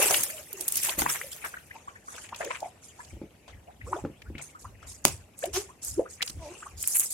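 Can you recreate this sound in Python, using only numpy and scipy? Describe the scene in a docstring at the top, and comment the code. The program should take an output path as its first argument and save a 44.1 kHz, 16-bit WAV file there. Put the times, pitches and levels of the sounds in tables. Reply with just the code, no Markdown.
"""On a river, from a wooden boat: a cast net is hauled aboard, water pouring and splashing off its mesh (noise
and dense clicks) while pockets of air plop (rising tones) and the first footfalls knock (hull modes).
The drained net then rustles and drips as bare feet knock the planks and ripples meet the rocking hull.
A crack on the wood (shaped snaps) and a wet foot's squeak (a gliding tone with overtones) follow; last, the hull
groans and the net is swung to the grassy bank, its sinkers clicking. Two microphones hear it in open air."""
import sys
import numpy as np
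from scipy import signal
from scipy.fft import rfft, irfft
from scipy.io import wavfile
from scipy.ndimage import uniform_filter1d

SR = 44100
rng = np.random.default_rng(int(sys.argv[2]) if len(sys.argv) > 2 else 0)


def inscribe(sig):
    """Save sig as 16-bit PCM at rate SR to the path in sys.argv[1].

    A 1-D sig is mono; a 2-D sig holds one channel per row.
    Samples are clipped to [-1, 1] before scaling.
    """
    pcm = np.round(np.clip(np.atleast_2d(sig).T, -1, 1) * 32767)
    wavfile.write(sys.argv[1], SR, pcm.astype(np.int16))


N = 314433
TIME = np.arange(N) / SR  # seconds

# Likeness of the two microphones. Each row: frequency in Hz, correlation from 0 to 1.
LIKENESS = [(300, 0.92), (700, 0.4), (2500, 0.3), (5000, 0)]
# Tilt between the microphones. Each row: frequency in Hz, left minus right in dB.
BALANCE = [(500, 0.5), (1200, 0.5), (2400, 7), (4400, -1.5), (13000, -0.5)]
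EDGE_HZ = 16200  # upper band limit

# Spectra, before each sound is brought to its level. Each row: frequency in Hz, relative density in dB per Hz.
AIR_COLOUR = [(30, -23.5), (70, 2.5), (800, -10.5), (2400, -52), (4200, -29), (12500, -24), (14500, -42)]  # open air
ROCK_COLOUR = [(25, -46), (55, 9.5), (95, 8), (170, -13.5), (300, -15), (700, -44.5)]  # rumble of the hull
SQUIRT_COLOUR = [(300, -16), (800, 8), (1700, -2), (3300, 7), (4500, 2.5), (6300, 13.5), (9000, -32)]  # water squirting from under the foot
CHURN_COLOUR = [(100, -35), (250, -3), (500, 6), (1500, 3), (2600, 6.5), (4200, -6), (8000, -4.5),
                (15000, -45.5)]  # stirred water
CRACK_COLOUR = [(150, -13), (700, -1.5), (1400, -7), (2600, -7), (4200, -8), (6700, -3), (9500, -4),
                (16000, -13)]  # hard contact on wood
SPRAY_COLOUR = [(1200, -13), (3000, -7), (4400, -8.5), (6500, 1), (9500, 1), (13000, -0.5), (16000, -13)]  # water off the lifted net
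MESH_COLOUR = [(2800, -18.5), (4400, -8), (6800, 5), (9000, 1.5), (12500, -9.5), (14500, -27)]  # drained mesh, gently moved
PULL_COLOUR = [(2000, -30.5), (4800, -34), (7000, -8), (10000, -3), (13000, -7), (16000, -17.5)]  # drained mesh, hard pulled; also the sinkers

# Shifts of weight that rock the hull. Each row: peak in seconds, level in dB.
HEAVES = [(1.0, -43.5), (3.143, -40.5), (3.55, -46.5), (3.863, -39), (4.03, -41), (4.289, -41),
          (4.69, -41.5), (4.87, -45), (5.11, -36.5), (5.54, -44), (5.93, -42.5), (6.37, -38.5),
          (6.762, -46)]
HEAVE_RISE_S, HEAVE_FALL_S, ADRIFT_DB = 0.085, 0.13, -68  # from and to a tenth; level between heaves

# Modes of the hull. Each row: centre frequency in Hz, relative level in dB, decay by 60 dB in seconds.
HULL = [(77, -16, 0.02), (98, -5, 0.049), (149, -14, 0.35), (216, -4, 0.1), (330, 6.5, 0.043),
        (423, -7, 0.17), (546, 2, 0.05), (845, -3.5, 0.047), (1370, 4, 0.0092)]
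# Feet and the loaded net on the planks. Each row: start in seconds, peak in dB, hardness as a cutoff in Hz.
STEPS = [(0.979, -26, 500), (1.018, -25.5, 400), (1.063, -35, 300), (3.13, -35.5, 220), (3.167, -40, 400),
         (3.216, -28, 544), (3.236, -35.5, 420), (3.869, -46, 160), (4.04, -23.5, 345), (4.05, -20, 1090),
         (4.097, -35, 200), (4.3, -32, 234), (4.35, -30, 100), (5.053, -23, 296), (5.121, -50, 90),
         (6.298, -36.5, 214), (6.368, -36, 100)]

# Boat groaning against the bank. Each row: time in seconds, level in dB, pitch in Hz, overtone share in dB.
GROAN = [(6.39, -68, 347, 12), (6.425, -56.5, 307, 16), (6.475, -56.5, 285, 18), (6.525, -43, 365, -16)]
# Wet foot on wood. Each row: time in seconds, level in dB, pitch in Hz, overtone share in dB.
SQUEAK = [(5.533, -62, 340.5, 6), (5.545, -48.5, 342.7, 1), (5.565, -38.5, 379, -3),
          (5.577, -26, 389, -21.5), (5.596, -37, 412.5, -25), (5.62, -47, 425, -11)]

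# Water stirred by net or hull. Each row: peak in seconds, level in dB before churn's gain, rise in seconds.
SLOSHES = [(0.02, -25.5, 0.061), (0.12, -31.5, 0.15), (0.38, -44, 0.03), (0.6, -46.5, 0.28),
           (0.89, -37, 0.046), (0.99, -35.5, 0.031), (1.11, -44.5, 0.42), (1.455, -43, 0.13),
           (1.755, -47.5, 0.04), (1.885, -52.5, 0.014), (2.15, -43, 0.08), (2.45, -41.5, 0.23),
           (3.0, -53.5, 0.4), (3.48, -41.5, 0.0052), (3.95, -48, 0.06), (4.39, -41, 0.01),
           (4.83, -44.5, 0.02), (5.07, -40.5, 0.011), (5.44, -42, 0.034), (5.58, -42, .04),
           (6.225, -44.5, 0.042), (6.53, -46, 0.21)]
SLOSH_FALL_S, SLOSH_FALL_SHARE = 0.076, 1  # fall to a tenth: a base plus a share of the rise
LAPPING_DB = -59  # before churn's gain: the water never rests against the hull
# Larger pockets held under net or hull. Each row: start and length in seconds, level in dB, mean pitch in Hz.
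GURGLES = [(0.247, 0.2, -52.5, 606), (0.533, 0.12, -49, 368), (1.205, 0.1, -52, 509),
           (2.43, 0.097, -42, 554), (2.615, 0.044, -41.5, 821), (3.891, 0.123, -45.5, 367)]
# Air pockets closing. Each row: closing time in seconds, level in dB before the plops' gain, pitch in Hz.
PLOPS = [(0.002, -24, 543), (0.11, -20.5, 632), (0.303, -33.5, 1800), (0.889, -30.5, 890), (1.02, -28, 810),
         (1.023, -27.5, 1500), (1.063, -16.5, 970), (1.064, -21, 1766), (1.1, -30.5, 1260),
         (1.215, -27, 1830), (1.447, -24.5, 1620), (1.542, -30, 1450), (1.57, -33, 1500),
         (1.712, -34.5, 1830), (1.757, -43.5, 852), (1.882, -32.5, 1063), (1.96, -42, 1674),
         (2.084, -33, 1173), (2.183, -40.5, 1440), (2.328, -30.5, 980), (2.409, -30.5, 666),
         (2.412, -31.5, 1620), (2.439, -33.5, 540), (2.469, -34.5, 432), (2.509, -22.5, 987),
         (2.63, -30, 656), (2.661, -34.5, 712), (2.997, -38, 943), (3.005, -41.5, 1674), (3.685, -44, 680),
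         (3.815, -40.5, 1925), (3.872, -43, 1100), (3.882, -39.5, 486), (3.931, -18.5, 1040),
         (3.965, -34, 635), (3.987, -39.5, 794), (4.265, -50.5, 1415), (4.354, -40, 2120),
         (4.555, -40.5, 1210), (4.652, -36.5, 1075), (5.429, -31.5, 1620), (5.44, -22, 604),
         (5.48, -38, 367), (5.698, -45, 1006), (5.983, -20, 341), (5.995, -15, 441), (6.008, -28, 598),
         (6.061, -38.5, 1260), (6.209, -29, 1960), (6.629, -36.5, 1326), (6.666, -37, 1070)]
# A pocket at RING_AT_DB has a decay of RING_CYCLES; louder ones decay sooner, softer ones ring on.
RING_CYCLES, RING_AT_DB, RING_DAMPING = 4.0, -31.5, 0.54
# Drops falling back on the water; the last three rows are the mid-pitched crackle of the net as it is swung.
# Each row: start in seconds, level in dB, centre in Hz.
SPATTERS = [(0.84, -35, 2530), (0.915, -40, 2200), (0.979, -40, 704), (1.085, -35, 1950),
            (1.145, -35.5, 2170), (1.44, -33.5, 1680), (2.237, -46.5, 2720), (2.407, -36, 1890),
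            (2.503, -36, 2350), (2.544, -39.5, 2410), (6.861, -49.5, 2530), (6.946, -39.5, 2600),
            (7.01, -43, 2630)]
# Slaps of water and ticks of the net. Each row: start in seconds, level in dB before the slaps' gain, centre in Hz.
SLAPS = [(0.025, -13, 10000), (0.108, -14, 7150), (0.1072, -19.5, 990), (0.1423, -11.5, 2500),
         (0.233, -12, 10700), (0.5282, -23, 13300), (0.608, -20.5, 9100), (0.6802, -14.5, 11200),
         (0.7215, -25, 12100), (0.755, -16.5, 8800), (0.77, -13, 12000), (0.832, -15.5, 9800),
         (0.8927, -18.5, 2800), (1.0177, -17.5, 1460), (2.162, -38, 6060), (2.289, -39.5, 2360),
         (2.345, -32.5, 2780), (2.3597, -33, 6700), (2.446, -29.5, 6700), (2.603, -36.5, 5900),
         (3.047, -43, 4500), (4.218, -38, 2380), (4.3805, -34, 2350), (5.438, -30, 2750),
         (5.455, -27.5, 8200), (6.218, -20.5, 2570), (6.224, -14.5, 3200), (6.2758, -25.5, 4530),
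         (6.2967, -27.5, 5430), (6.838, -30.5, 2320), (7.003, -17, 10400)]

# Crack with rebounds and echoes. Each row: time in seconds, level in dB relative to the crack's gain.
CRACK = [(5.052, 13), (5.057, -8), (5.073, -13), (5.0816, -8)]
# Sinkers clicking together. Each row: time in seconds, level in dB relative to the sinkers' gain.
SINKERS = [(0.6807, 7), (0.6862, 6.5), (0.7225, 8), (0.849, 1.5), (5.391, -7.5), (5.848, 0), (6.263, -7),
           (6.8275, 5), (6.875, 12.5), (6.882, 7), (6.964, 4), (6.969, 11), (6.997, 14.5)]

# Net heaves and catch thrashes, throwing spray. Each row: peak in seconds, level in dB, rise in seconds.
SPLASHES = [(0.03, -24, 0.84), (0.17, -25.5, 0.34), (0.62, -40.5, 0.074), (0.78, -28, 0.16),
            (0.85, -23.5, 0.038), (0.99, -23.5, 0.012), (1.1, -24.5, 0.03), (1.32, -37.5, 0.0087),
            (1.45, -40, 0.0099)]
SPLASH_FALL_S, SPLASH_FALL_SHARE = 0.094, 0.24  # fall to a tenth: a base plus a share of the rise
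# Water running off the lifted net. Each row: time in seconds, level in dB.
RUNOFF = [(0.0, -41), (0.46, -52.5), (1.2, -42), (1.65, -60), (3.3, -89)]
# Drained mesh gathered, shifted, swung. Each row: start in seconds, level in dB, length in seconds.
RUSTLES = [(2.036, -47.5, 0.2), (2.359, -47.5, 0.057), (2.417, -50, 0.16), (2.592, -56, 0.078),
           (2.81, -52.5, 0.082), (2.94, -56, 0.16), (3.839, -52.5, 0.14), (4.412, -40.5, 0.016),
           (4.586, -50.5, 0.033), (4.861, -43, 0.06), (5.04, -32, 0.026), (5.365, -45.5, 0.084),
           (5.527, -32.5, 0.041), (5.814, -35, 0.077), (5.883, -55, 0.11), (6.083, -48.5, 0.052),
           (6.21, -44, 0.081), (6.34, -54, 0.35), (6.762, -36, 0.14), (6.865, -30, 0.16),
           (6.935, -23, 0.066), (7.099, -32, 0.023)]
CATCH_S, CATCH_SHARE, RUSTLE_FALL_S = 0.0038, 0.31, 0.098  # catch: base plus share of length; fall to a tenth


def amp(db):
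    """Decibels to gain."""
    return 10 ** (np.asarray(db) / 20)


def unit(x):
    """Scales to rms 1."""
    return x / np.sqrt(np.mean(x ** 2) + 1e-20)


def read(points, hz):
    """Reads a spectrum table on a log-frequency axis."""
    f, value = np.transpose(points)
    return np.interp(np.log(hz + 1), np.log(f), value)


def level(curve):
    """A dB curve as a gain for every sample."""
    return amp(np.interp(TIME, *np.transpose(curve)))


def add(mix, s, sound):
    """Mixes a sound in at time s, trimming what falls outside."""
    start = round(s * SR)
    sound = sound[..., max(-start, 0):]
    part = mix[:, max(start, 0):][:, :sound.shape[-1]]
    part += sound[..., :part.shape[1]]


def colour(x, points):
    """Gives two unrelated signals a spectrum, and makes the microphones alike in the bass."""
    hz = np.fft.rfftfreq(x.shape[1], 1 / SR)
    a, b = rfft(x)
    angle = np.arccos(np.clip(read(LIKENESS, hz), -1, 1)) / 2
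    pair = a * np.cos(angle) + np.array([b, -b]) * np.sin(angle)
    return unit(irfft(pair * amp(read(points, hz)), x.shape[1]))


def wobble(size):
    """Smooth random curve of rms 1, changing over the given number of samples."""
    once = uniform_filter1d(rng.standard_normal(N), size)
    return unit(uniform_filter1d(once, size))


def patchy(x, depth_db, size):
    """Random patches in pitch and time (size in bins, frames), as clusters of drops come and go."""
    z = signal.stft(x, nperseg=512, noverlap=384)[2]
    field = rng.standard_normal(z.shape[1:])
    for axis in (0, 1, 0, 1):
        field = uniform_filter1d(field, size[axis], axis)
    patched = z * amp(depth_db * unit(field))
    return signal.istft(patched, nperseg=512, noverlap=384)[1][:, :N]


def grains(per_s, spread_db):
    """Tiny clicks of uneven size, each reaching the two microphones with its own lag."""
    size = amp(spread_db * np.minimum(rng.exponential(1, N), 4)) * rng.choice([-1, 1], N)
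    lag = rng.integers(-18, 19, N)  # samples
    at = np.flatnonzero(rng.random(N) < per_s / SR)
    left = np.bincount(at, size[at], N)
    right = np.bincount((at + lag[at]) % N, size[at], N)
    return unit(np.array([left, right]))


def swells(rows, fall_s, fall_share):
    """Each gesture swells from a tenth in its rise time and dies away; slow ones can also fade slowly."""
    power = np.zeros(N)
    for s, db, rise_s in rows:
        rising = (s - TIME) / rise_s
        falling = (TIME - s) / (fall_s + fall_share * rise_s)
        tenths = np.maximum(rising, falling)  # powers of ten below the peak
        near = tenths < 3
        power[near] += (amp(db) * 10 ** -tenths[near]) ** 2
    return np.sqrt(power)


def open_air(air_db=-59.5):
    """Steady coloured noise: the quiet open air."""
    return amp(air_db) * colour(rng.standard_normal((2, N)), AIR_COLOUR)


def surroundings(x, wet_db=-15, t60=0.21):
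    """A short faint scatter off the boat and the bank: decaying noise that starts 4 ms late."""
    t = np.arange(SR // 3) / SR
    tail = rng.standard_normal((2, len(t))) * np.exp(-np.log(1000) * t / t60) * (t > .004)
    tail = colour(tail, [(3000, 0), (12000, -8)]) / np.sqrt(len(t))
    return x + amp(wet_db) * signal.oaconvolve(x, tail, axes=1)[:, :N]


def rocking():
    """The hull rumbles around every shift of weight, and faintly while it drifts."""
    heaves = [(s, db, HEAVE_RISE_S) for s, db in HEAVES]
    heaving = swells(heaves, HEAVE_FALL_S, 0)
    return np.hypot(heaving, amp(ADRIFT_DB)) * colour(rng.standard_normal((2, N)), ROCK_COLOUR)


def churn(gain_db=-4, wash_db=-5, per_s=16, busy_db=-48, cycles=3.94, rise=0.064, count=24):
    """Small rising bubbles in a wash of moving water: a few when calm, a crowd when stirred."""
    stir = np.hypot(swells(SLOSHES, SLOSH_FALL_S, SLOSH_FALL_SHARE), amp(LAPPING_DB))
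    crowd = np.clip(stir / amp(busy_db), .5, 20)  # stirred water traps more air
    bubbles = np.zeros((2, N))
    for hz in np.geomspace(300, 3500, count):
        age = np.arange(int(4 * cycles / hz * SR)) * hz / SR / cycles
        turns = cycles * (age + rise * age ** 2 / 2)
        bubble = age * np.exp(-2 * age) * np.sin(2 * np.pi * turns)
        births = grains(per_s * crowd, spread_db=4.5) / np.sqrt(crowd)
        bubbles += signal.oaconvolve(births, unit(bubble)[None] * np.sqrt(hz), axes=1)[:, :N]
    wash = patchy(rng.standard_normal((2, N)), depth_db=4.5, size=(5, 5))
    bubbly = crowd / (crowd + 2)  # calm water is mostly a soft wash
    water = bubbly * colour(bubbles, CHURN_COLOUR) + amp(wash_db) * colour(wash, CHURN_COLOUR)
    return amp(gain_db) * stir * unit(water)


def gurgles(waver=0.069, flutter_db=4.5, rise=0.092):
    """A held pocket of air rings with an unsteady pitch and strength, rising a little."""
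    out = np.zeros((2, N))
    drift, flutter = waver * wobble(size=300), flutter_db * wobble(size=400)
    for s, length, db, hz in GURGLES:
        now = (TIME >= s) & (TIME < s + length)
        age = (TIME[now] - s) / length
        turns = np.cumsum(hz * (1 + drift[now] + rise * (age - .5))) / SR
        swell = np.sqrt(2 * np.sin(np.pi * age))
        add(out, s, amp(db + flutter[now]) * swell * np.sin(2 * np.pi * turns))
    return out


def plops(gain_db=-1, froth_db=-4.5, froth_width=0.4, slosh_db=-12, slosh_s=0.014,
          rise=0.1227, bend=0.4, lag_s=0.00026):
    """Each air pocket swells and rings, rising in pitch; a slower slosh of froth surrounds it."""
    out, t = np.zeros((2, N)), np.arange(-2000, 3000) / SR
    for s, db, hz in PLOPS:
        decay = RING_CYCLES / hz * amp(RING_AT_DB - db) ** RING_DAMPING
        swell = 1 / (np.exp(-2 * t / decay) + np.exp(t / decay))
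        swell /= swell.max()
        slosh = amp(slosh_db) * np.exp(-np.maximum(t, -2 * t) / slosh_s)
        octaves = np.clip(rise * t / decay, -bend, bend)
        turns = np.cumsum(hz * 2 ** octaves) / SR
        turns = turns - turns[swell.argmax()]  # the ring is tied to the moment the pocket closes
        turns = turns + hz * lag_s * rng.standard_normal() * np.array([[.5], [-.5]])  # direction of arrival
        pole = np.exp(-np.pi * froth_width * hz / SR)
        lowpass = [[1, 0, 0, 1, -2 * pole, pole ** 2]]
        froth = unit(signal.sosfilt(lowpass, rng.standard_normal(len(t))))
        ring = swell * np.sin(2 * np.pi * turns)
        frothing = (amp(froth_db) * swell + slosh) * froth * np.cos(2 * np.pi * turns)
        add(out, s + t[0], amp(db + gain_db) * (ring + frothing))
    return out


def spatter(peak_s=0.0091, skirt_db=-11, far_db=-30):
    """A quick shower of separate clicks, falling drops or the crackling net, dulled around a centre pitch."""
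    out, age = np.zeros((2, N)), np.arange(4096) / SR / peak_s
    drops = grains(per_s=1600, spread_db=4.0)
    for s, db, hz in SPATTERS:
        shower = drops[:, round(s * SR):][:, :len(age)]
        shower = colour(shower, [(hz / 10, far_db), (hz / 2, skirt_db / 2), (hz, 0),
                                 (hz * 2, skirt_db * 2), (hz * 10, 2 * far_db)])
        add(out, s, amp(db) * age * np.exp(1 - age) * shower)
    return out


def slaps(gain_db=-6, skirt_db=-11, low_db=-24, high_db=-26, peak_s=0.0022, spiky=0.5, pan_db=-1.5):
    """Tight clusters of tiny impacts, each cluster with its own centre pitch and side."""
    out, age = np.zeros((2, N)), np.arange(1024) / SR / peak_s
    shape = age * np.exp(1 - age)
    for s, db, hz in SLAPS:
        spikes = np.exp(spiky * np.minimum(rng.standard_normal(len(age)), 2))
        impacts = rng.standard_normal((2, len(age))) * spikes
        burst = colour(impacts, [(hz / 8, low_db), (hz / 2, skirt_db), (hz, 0),
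                                 (hz * 2, skirt_db), (hz * 5, high_db)])
        side = pan_db * rng.standard_normal() * np.array([[1], [-1]])
        add(out, s, amp(db + gain_db + side) * unit(burst * shape) * np.sqrt(np.mean(shape ** 2)))
    return out


def steps(gain_db=0, scuff=0.66):
    """Feet and net push the hull into ringing; a harder blow reaches its higher modes."""
    out, t = np.zeros((2, N)), np.arange(SR // 4) / SR
    hz, db, t60 = np.transpose(HULL)[:, :, None]
    for s, peak_db, hard_hz in STEPS:
        detune = 1 + .05 * rng.uniform(-1, 1, hz.shape)
        sign = rng.choice([-1, 1], hz.shape)
        modes = amp(db - 60 * t / t60) * np.sin(2 * np.pi * hz * detune * t) * sign
        thud = modes.sum(0) + scuff * rng.standard_normal(len(t)) * np.exp(-t / 0.022)
        thud = signal.sosfilt(signal.butter(2, hard_hz, fs=SR, output="sos"), thud)
        add(out, s, amp(peak_db + gain_db) * thud / abs(thud).max())
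    return out


def rub(rows, jitter, falloff, count, overtones_db, squirt_db):
    """Surfaces stick and slip: an unsteady pitch, changing overtones, a spurt of water at each slip."""
    s, *columns = np.transpose(rows)
    out, t = np.zeros((2, N)), np.arange(s[0], s[-1], 1 / SR)
    db, hz, over_db = (np.interp(t, s, c) for c in columns)
    unsteady = unit(uniform_filter1d(rng.standard_normal(len(t)), size=100))
    turns = np.cumsum(hz * (1 + jitter * unsteady)) / SR
    overtones = sum(np.sin(2 * np.pi * k * turns) * (2 / k) ** falloff for k in range(2, count))
    squirt = colour(rng.standard_normal((2, len(t))) * np.exp(-2 * (turns % 1)), SQUIRT_COLOUR)
    rasp = amp(overtones_db) * overtones + amp(squirt_db) * squirt
    add(out, s[0], amp(db) * np.sqrt(2) * (np.sin(2 * np.pi * turns) + amp(over_db) * rasp))
    return out


def groan():
    """The boat rubs against the bank: few overtones and little water."""
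    return rub(GROAN, jitter=0.074, falloff=1.7, count=4, overtones_db=-5.5, squirt_db=-18.5)


def squeak():
    """A wet foot rubs on wood: many overtones and strong spurts."""
    return rub(SQUEAK, jitter=0.032, falloff=0.74, count=9, overtones_db=0.0, squirt_db=10.5)


def snaps(rows, points, gain_db, decay_s):
    """Hard contacts: brief noise bursts, evened in spectrum, with the colour of what is struck."""
    out, t = np.zeros((2, N)), np.arange(1024) / SR
    for s, db in rows:
        burst = rng.standard_normal((2, len(t))) * np.exp(-t / decay_s)
        contact = rfft(np.roll(burst, len(t) // 2, 1))  # onset at mid-window
        even = irfft(contact / (abs(contact) + 0.8 * abs(contact).mean()))  # excites pitches more alike
        add(out, s - t[-1] / 2, amp(gain_db + db) * colour(even, points))
    return out


def crack():
    """Something on the net strikes the wood, with rebounds and echoes."""
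    return snaps(CRACK, CRACK_COLOUR, gain_db=-27.5, decay_s=0.00065)


def sinkers():
    """The net's sinkers click together: bright snaps."""
    return snaps(SINKERS, PULL_COLOUR, gain_db=-38, decay_s=0.0018)


def pulls():
    """Each pull on the mesh catches, holds while it slides, and dies away."""
    power = np.zeros(N)
    for s, db, length in RUSTLES:
        catch = np.clip((TIME - s) / (CATCH_S + CATCH_SHARE * length), 0, 1)
        release = 10 ** -np.clip((TIME - s - length) / RUSTLE_FALL_S, 0, 10)
        power += (amp(db) * catch * release) ** 2
    return np.sqrt(power)


def fizz(points, hiss_db=-3, clump_db=0.9):
    """Droplets over a fine hiss, in uneven clumps."""
    drops = grains(per_s=2800, spread_db=3.0) + amp(hiss_db) * rng.standard_normal((2, N))
    clumps = amp(clump_db * wobble(size=160))  # drops leave the mesh in bunches
    return colour(patchy(drops, depth_db=4.0, size=(7, 4)) * clumps, points)


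def net(mesh_db=0, drained_s=1.75, pull_db=-32, brighten=1.9):
    """Spray off the lifted net; once drained, the mesh rustles, brighter the harder it is pulled."""
    spray = np.hypot(swells(SPLASHES, SPLASH_FALL_S, SPLASH_FALL_SHARE), level(RUNOFF))
    loudness = np.hypot(spray, pulls())
    bright = (loudness / amp(pull_db)) ** brighten  # both colours are equal at pull_db
    mesh = (fizz(MESH_COLOUR) + bright * fizz(PULL_COLOUR)) / np.sqrt(1 + bright ** 2)
    return loudness * np.where(TIME < drained_s, fizz(SPRAY_COLOUR), amp(mesh_db) * mesh)


def scene():
    """Water, net and boat over the quiet open air."""
    background = open_air() + rocking()
    water = churn() + gurgles() + spatter() + slaps()
    scattered = plops() + steps() + groan() + squeak() + crack() + sinkers()
    return background + water + surroundings(scattered) + net()


def record(dry, low_cut_hz=32):
    """Microphone balance and low cut, full-scale limit, then the upper band limit."""
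    hz = np.fft.rfftfreq(N, 1 / SR)
    side_db = read(BALANCE, hz) / 2
    low_cut = hz ** 2 / np.hypot(hz ** 2, low_cut_hz ** 2)
    heard = irfft(rfft(dry) * low_cut * amp([side_db, -side_db]), N)
    band = signal.firwin(511, EDGE_HZ, window=("kaiser", 9), fs=SR)
    return signal.oaconvolve(np.clip(heard, -1, 1), band[None], "same")


dry = scene()
out = record(dry)
inscribe(out)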